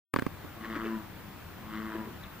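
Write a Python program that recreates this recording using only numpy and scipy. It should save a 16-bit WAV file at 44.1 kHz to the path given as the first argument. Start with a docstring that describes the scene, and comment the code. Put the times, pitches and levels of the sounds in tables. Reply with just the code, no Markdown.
"""Two bullfrog bellows across a still pond

A bullfrog bellows twice: harmonics for its air sac, filtered pulses for its throat and a narrow ring.
A smaller frog clucks in bursts of resonated pulses; gliding tones chirp; a wooded bank answers them.
The recorder opens on a few knocks of fingers on its case, built from decaying modes and noise.
Shaped noise gives the far rumble and hiss, and a sine the thin electronic whine, under everything."""
import sys
import numpy as np
from scipy import signal
from scipy.fft import rfft, irfft, next_fast_len
from scipy.io import wavfile
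from scipy.ndimage import uniform_filter1d, map_coordinates

SR = 44100
rng = np.random.default_rng(int(sys.argv[2]) if len(sys.argv) > 2 else 0)


def master_out(mix):
    """Clip the mix to full scale and print it as 16-bit PCM to the path in sys.argv[1]."""
    frames = np.transpose(np.atleast_2d(mix))
    ceiling = np.clip(frames, -1, 1)
    pcm = np.round(ceiling * 32767).astype(np.int16)
    wavfile.write(sys.argv[1], SR, pcm)


def boost(x):
    """Linear amplitude factor 10**(x/20) for a level x in decibels (scalar or array-like)."""
    u = np.asarray(x, float) / 20
    return 10 ** u


N = 105840
T = np.arange(N) / SR


def unit(x):
    """Normalization: scale to rms 1."""
    return x / np.sqrt(np.mean(x ** 2) + 1e-20)


def along(points, hz):
    """Interpolation of (Hz, value) points on a logarithmic frequency axis."""
    f, v = np.transpose(points)
    return np.interp(np.log(hz + 1), np.log(f + 1), v)


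def wobble(rate):
    """Band-limited fluctuation: a smooth random curve with rate knots a second."""
    knots = rng.standard_normal(int(N * rate / SR) + 4)
    return map_coordinates(knots, [T * rate])


def filtered(x, response):
    """Linear filtering: the spectrum of x times a complex response of frequency."""
    m = next_fast_len(N + SR // 2)
    hz = np.fft.rfftfreq(m, 1 / SR)
    return irfft(rfft(x, m) * response(hz), m)[..., :N]


def peak(f, hz, width_hz):
    """Simple resonance: the response of one causal damped oscillator."""
    return 1j * f * width_hz / (hz * hz - f * f + 1j * f * width_hz)


# Spectrum of the far rumble and hiss: frequency_hz, relative_level_db
AIR_SPECTRUM = [(15, -31), (25, -8), (54, -13), (92, -1), (129, -10), (203, -5.5), (244, -13.5),
                (318, -10.5), (380, -17), (800, -16.5), (1050, -17.5), (1480, -18.5), (2200, -23),
                (3500, -28), (6000, -35.5), (10000, -37), (13500, -33.5)]
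# Correlation of the two sides: frequency_hz, left_right_likeness (0 to 1)
AIR_LIKENESS = [(60, 0.67), (130, 0.97), (290, 0.49), (640, 0.44), (1410, 0.97), (3100, 0.13),
                (6820, 0.005), (15000, 1)]
# Balance of the two sides: frequency_hz, left_over_right_db
AIR_LEAN = [(60, 4), (240, 2.5), (950, 2), (3770, 1.5), (15000, -2)]
AIR_DB = -47  # rms of the mean of both sides
AIR_TOP_HZ, ABOVE_TOP_DB = 14300, -18


def air():
    """Partly coherent broadband noise: far rumble and hiss, slightly patchy in time and frequency."""
    z = signal.stft(rng.standard_normal((2, N)), nperseg=512)[2]
    patches = uniform_filter1d(rng.standard_normal(z.shape[1:]), 5, 0)
    patches_db = unit(uniform_filter1d(patches, 10, 1))
    pair = signal.istft(z * boost(patches_db), nperseg=512)[1][:, :N]

    def mid_side(hz):
        # the split between mid and side sets the left-right correlation
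        angle = np.arccos(np.clip(along(AIR_LIKENESS, hz), -1, 1)) / 2
        level_db = along(AIR_SPECTRUM, hz) + ABOVE_TOP_DB * (hz > AIR_TOP_HZ)
        return boost(level_db) * [np.cos(angle), np.sin(angle)]

    mid, side = filtered(pair, mid_side)
    sides = np.array([mid + side, mid - side])
    both = filtered(sides, lambda hz: boost(np.outer([.5, -.5], along(AIR_LEAN, hz))))
    return boost(AIR_DB) * both / np.std(both.mean(0))


# Electronic whine: pitch_hz, level_db (rms, before its slight wobble)
WHINE_TONES = [(14836, -62)]


def whine():
    """Pure tone with slight amplitude modulation: thin and nearly steady."""
    return sum(boost(db + 0.61 * wobble(20)) * np.sqrt(2) * np.sin(2 * np.pi * hz * T)
               for hz, db in WHINE_TONES)


# Reverberation of the wooded bank: frequency_hz, t60_s
BANK_DECAY = [(200, 0.18), (1500, 0.75), (5000, 0.042)]


def bank(x):
    """Diffuse reverberation: the wooded bank answers, each frequency dying at its own speed."""
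    hz, t, z = signal.stft(rng.standard_normal((2, SR // 2)), SR, nperseg=256)
    decay = boost(-60 * t / along(BANK_DECAY, hz)[:, None])
    tail = signal.istft(z * decay, SR, nperseg=256)[1]
    delayed = np.pad(x, (400, 0))[None]  # 400 samples, about 9 ms
    return signal.fftconvolve(delayed, tail / np.linalg.norm(tail[0]), axes=1)[:, :N]


# Finger knocks, levels relative:
# start_s, tick_db, thump_db, rattle_db, rattle_length_s, crack_db
KNOCK_ROWS = [(.139, -14, -13.5, -33, 0.0051, -34), (0.1618, -9.5, -11, -36, .011, -42),
              (0.1877, -19, -12.5, -35.5, 0.0087, -49), (0.1952, -34, -30, -40, 0.0029, -40.5),
              (0.2218, -20.5, -14.5, -37.5, 0.004, -48), (0.2652, -16.5, -11.5, -41, 0.0046, -45),
              (0.447, -36, -28, -59, 0.0021, -64)]
# Modes of the case, before a random spread per knock: pitch_hz, relative_level_db, t60_s
CASE_MODES = [(562, -6.5, 0.013), (740, -10, 0.011), (1128, 2, 0.011), (1557, 11, 0.0045),
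              (2040, -8, 0.0096), (2700, -27, 0.002), (4750, -15, 0.009)]
THUMP_HZ, THUMP_T60_S = 230, 0.014  # pitch before its random spread
REBOUND_S, REBOUND_DB = 0.00736, -12
THUMP_LEFT_DB = -19.5  # left thump relative to right


def knocks():
    """Modal impact: the case ticks and rattles at both ports; a thump, mostly right, rebounds once."""
    out, t = np.zeros((2, N + SR)), np.arange(SR // 10) / SR
    loose = unit(filtered(rng.standard_normal((2, N)), lambda f: peak(f, 1150, 1280) ** 2 + 0.012))
    brittle = unit(filtered(rng.standard_normal((2, N)), lambda f: peak(f, 8840, 10000) ** 2))
    # most of each noise is common to both ports
    crack_noise, rattle_noise = brittle[0] + .5 * brittle, loose[0] + 0.18 * loose
    for s, tick_db, thump_db, rattle_db, length, crack_db in KNOCK_ROWS:
        span = slice(round(s * SR), round(s * SR) + len(t))
        draw = rng.standard_normal((len(CASE_MODES) + 1, 2))
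        tick = sum(boost(db + 2 * a - 60 * t / t60) * np.sin(2 * np.pi * hz * (1 + .03 * b) * t)
                   for (hz, db, t60), (a, b) in zip(CASE_MODES, draw))
        tick = tick * (1 - np.exp(-t / 0.00085))
        crack = boost(crack_db - 60 * t / .008) * crack_noise[:, span]
        # the rattle holds for its length, then dies
        rattle = boost(rattle_db - 60 * np.clip(t - length, 0, 1) / 0.0048) * rattle_noise[:, span]
        thump_hz = THUMP_HZ * (1 + 0.035 * draw[-1, 0])
        push = -boost(-60 * t / THUMP_T60_S) * np.cos(2 * np.pi * thump_hz * t)
        push = push * (1 - np.exp(-t / 0.00097))
        rebound = boost(REBOUND_DB) * np.pad(push, (round(REBOUND_S * SR), 0))[:len(t)]
        push = 2 * (push + rebound)
        out[:, span] += (boost(tick_db - 2.5) * tick + rattle + crack) * boost([[0], [-3]])
        # the thump has opposite signs at the two ports
        out[:, span] += boost(thump_db) * push * [[-boost(THUMP_LEFT_DB)], [1]]
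    return out[:, :N]


# Falling chirps: centre_s, length_s, start_pitch_hz, end_pitch_hz, relative_level_db
CHIRP_ROWS = [(1.675, 0.034, 3350, 3260, -62), (2.15, 0.039, 3400, 3180, -59),
              (2.24, 0.0296, 3980, 3320, -49.5), (2.262, .04, 3100, 1990, -51)]


def chirp():
    """Frequency glide with random amplitude modulation: faint husky chirps, perhaps a far bird."""
    out = np.zeros(N)
    for s, length, start_hz, end_hz, db in CHIRP_ROWS:
        pitch_hz = np.interp(T, [s - length / 2, s + length / 2], [start_hz, end_hz])
        envelope = np.exp(-8 * ((T - s) / length) ** 2)
        out += boost(db) * envelope * wobble(600) * np.sin(2 * np.pi * np.cumsum(pitch_hz) / SR)
    return out


SCATTER_DB = 1.2  # unevenness of the clicks


def pulses(cycles, jitter, rasp):
    """Pulse excitation: one uneven click per cycle, mixed with noise let through once a cycle."""
    shaken = cycles + jitter * wobble(120)
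    clicks = np.diff(np.floor(np.maximum.accumulate(shaken)), prepend=0)
    clicks = clicks * boost(SCATTER_DB * wobble(150))
    gate = (.5 + .5 * np.cos(2 * np.pi * shaken)) ** 2
    noise = gate * rng.standard_normal(N)
    return np.sqrt(1 - rasp) * unit(clicks) + np.sqrt(rasp) * unit(noise)


# Clucks, levels relative:
# centre_s, length_s, pulse_rate_hz, low_level_db, high_level_db, upper_resonance_hz
CLUCK_ROWS = [(0.651, 0.048, 230, -40, -46.5, 1400), (0.764, 0.039, 298.2, -36, -40, 1250),
              (0.862, 0.045, 420.4, -39, -44.5, 1700), (1.954, 0.024, 330.1, -35, -46, 1083),
              (2.078, 0.069, 400, -47.5, -74, 1038), (2.234, 0.063, 230, -62, -52.5, 1170)]


def small_frog():
    """Source and filter: short bursts of fast pulses through a low and a high resonance."""
    out = np.zeros(N)
    for s, length, rate, low_db, high_db, hz in CLUCK_ROWS:
        source = pulses(rate * T, jitter=0.12, rasp=0.46)
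        low = filtered(source, lambda f: peak(f, rate, 178) ** 2)
        high = filtered(source, lambda f: (peak(f, hz, 120) - .5 * peak(f, 1.52 * hz, 750))
                        * peak(f, 1600, 1800))
        envelope = np.exp(-2 * ((T - s) / length * 2) ** 2)
        out += envelope * (boost(low_db) * unit(low) + boost(high_db) * unit(high))
    return out


# Course of each bellow, levels before flutter and stereo balance:
# time_s, pulse_rate_hz, second_harmonic_db, third_harmonic_db, buzz_db, ring_db
BELLOW_COURSES = [
    [(0.57, 114.9, -61, -57.5, -69, -61), (0.6, 110.9, -53, -52, -60, -54),
     (0.612, 110.3, -43.5, -75, -48, -53), (0.626, 110.5, -45, -47, -52.5, -58),
     (0.654, 111.4, -82, -52, -40.5, -46.5), (0.678, 111.6, -38.5, -51, -52, -58),
     (0.708, 110.8, -41.5, -42.5, -41.5, -53), (0.776, 111.9, -46.5, -45, -45.5, -44),
     (0.88, 111.8, -38.5, -39, -43.5, -57), (0.93, 111.6, -34.5, -43, -48.5, -47),
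     (0.978, 109.2, -40.5, -43, -52.5, -48), (1.006, 106.2, -46, -47.5, -58, -53),
     (1.05, 108.3, -74, -67, -57, -68)],
    [(1.64, 108.3, -68, -67, -72, -61), (1.654, 108.1, -53, -59, -60.5, -56.5),
     (1.746, 107.7, -41, -46.5, -43.5, -49.5), (1.84, 109.6, -40, -46.5, -48.5, -51),
     (1.938, 109, -53, -41, -45.5, -46.5), (1.958, 109.3, -54, -39, -46.5, -46),
     (2.008, 109.6, -37.5, -43, -50.5, -49), (2.042, 108.4, -46, -45, -54.5, -49.5),
     (2.06, 109.3, -51, -63, -53, -49), (2.08, 111.9, -38, -51, -79, -53),
     (2.096, 116.1, -66, -52, -63, -61), (2.112, 115, -52, -51, -77, -68),
     (2.12, 117.8, -46, -66, -71, -67)],
]
# Throat resonances at the start of a bellow: pitch_hz, width_hz, relative_level_db
THROAT_MODES = [(1076, 410, 3.5), (1400, 410, 5.5), (1986, 350, 2), (2150, 163, 0.5), (3120, 830, -11)]
RING_HZ, RING_WIDTH_HZ = 1106, 106  # at the start of a bellow
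FOURTH_DB, FIFTH_DB, SIXTH_DB = -14, -22, -20  # harmonics relative to the third
LATE_FIFTH_DB = 2  # gain of the fifth late in a bellow
HUM_FLUTTER_DB, HUM_LAG_CYCLES = 2.2, .17
JITTER = .015  # cycles
RASP, LATE_RASP, RING_RASP = .33, .6, .03  # noise share of the pulse power
CLOSING = .9  # resonances at the end of a bellow over those at its start


def bullfrog():
    """Source and filter: clean air-sac harmonics, raspy throat buzz and a ring; the latter two sink.

    The buzz also grows raspier towards the end of each bellow."""
    rows = []
    for course in BELLOW_COURSES:
        first, last = course[0], course[-1]
        # each bellow rises from and falls to near silence in 30 ms
        rows += [[first[0] - .03, first[1]] + [-80] * 4, *course, [last[0] + .03, last[1]] + [-80] * 4]
    rows = np.array(rows)
    rate, second_db, third_db, buzz_db, ring_db = (np.interp(T, rows[:, 0], c) for c in rows[:, 1:].T)
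    cycles = np.cumsum(rate) / SR
    # 0 early in a bellow, 1 near its end
    late_s = [c[k][0] + s for c in BELLOW_COURSES for k, s in ((0, .15), (-1, -.11), (-1, .1))]
    late = np.interp(T, late_s, [0, 1, 0] * len(BELLOW_COURSES))

    levels = [second_db, third_db, third_db + FOURTH_DB,
              third_db + FIFTH_DB + LATE_FIFTH_DB * late, third_db + SIXTH_DB]
    hum = sum(boost(db + HUM_FLUTTER_DB * wobble(39.8))
              * np.sin(2 * np.pi * harmonic * (cycles - HUM_LAG_CYCLES))
              for harmonic, db in enumerate(levels, 2))

    def throat(f):
        modes = sum((-1) ** k * boost(db) * peak(f, hz, width)
                    for k, (hz, width, db) in enumerate(THROAT_MODES))
        return modes * peak(f, 2040, 2700)

    def sinking(early_source, late_source, shape):
        # crossfade to resonances lowered by CLOSING
        early_sound = unit(filtered(early_source, shape))
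        late_sound = unit(filtered(late_source, lambda f: shape(f / CLOSING)))
        return np.sqrt(1 - late) * early_sound + np.sqrt(late) * late_sound

    buzz = sinking(pulses(cycles, JITTER, RASP), pulses(cycles, JITTER, LATE_RASP), throat)
    clear = pulses(cycles, JITTER, RING_RASP)
    ring = sinking(clear, clear, lambda f: peak(f, RING_HZ, RING_WIDTH_HZ) ** 2)
    return np.sqrt(2) * hum - boost(buzz_db) * buzz + boost(ring_db) * ring


BANK_DB, FROG_LEAN_DB = -18, 3  # bank relative to direct sound; left over right
LEFT_LAG_S = 2 / SR


def scene():
    """Interaural differences: frogs, chirps and air come first at right; the direct calls are louder left."""
    calls = bullfrog() + small_frog() + chirp()
    direct = calls * boost([[FROG_LEAN_DB / 2], [-FROG_LEAN_DB / 2]])
    pond = direct + boost(BANK_DB) * bank(calls) + air()
    lagged = filtered(pond, lambda hz: np.exp(-2j * np.pi * np.outer([LEFT_LAG_S, 0], hz)))
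    return knocks() + whine() + lagged


def low_pass(x):
    """Removes everything above the highest recorded frequency."""
    return signal.sosfilt(signal.butter(12, 16610, fs=SR, output="sos"), x)


OPEN_S, OPEN_RISE_S = .138, 0.0037
TOP_HZ = 15800


def record(dry):
    """Gating and band limitation: the recorder opens after a silence and keeps nothing above TOP_HZ."""
    rise = np.exp(np.clip((T - OPEN_S) / OPEN_RISE_S * 3, -30, 0))
    opened = dry * rise * (T > OPEN_S - .007)
    mix = filtered(opened, lambda hz: hz < TOP_HZ)
    return low_pass(mix)


dry = scene()
out = record(dry)
master_out(out)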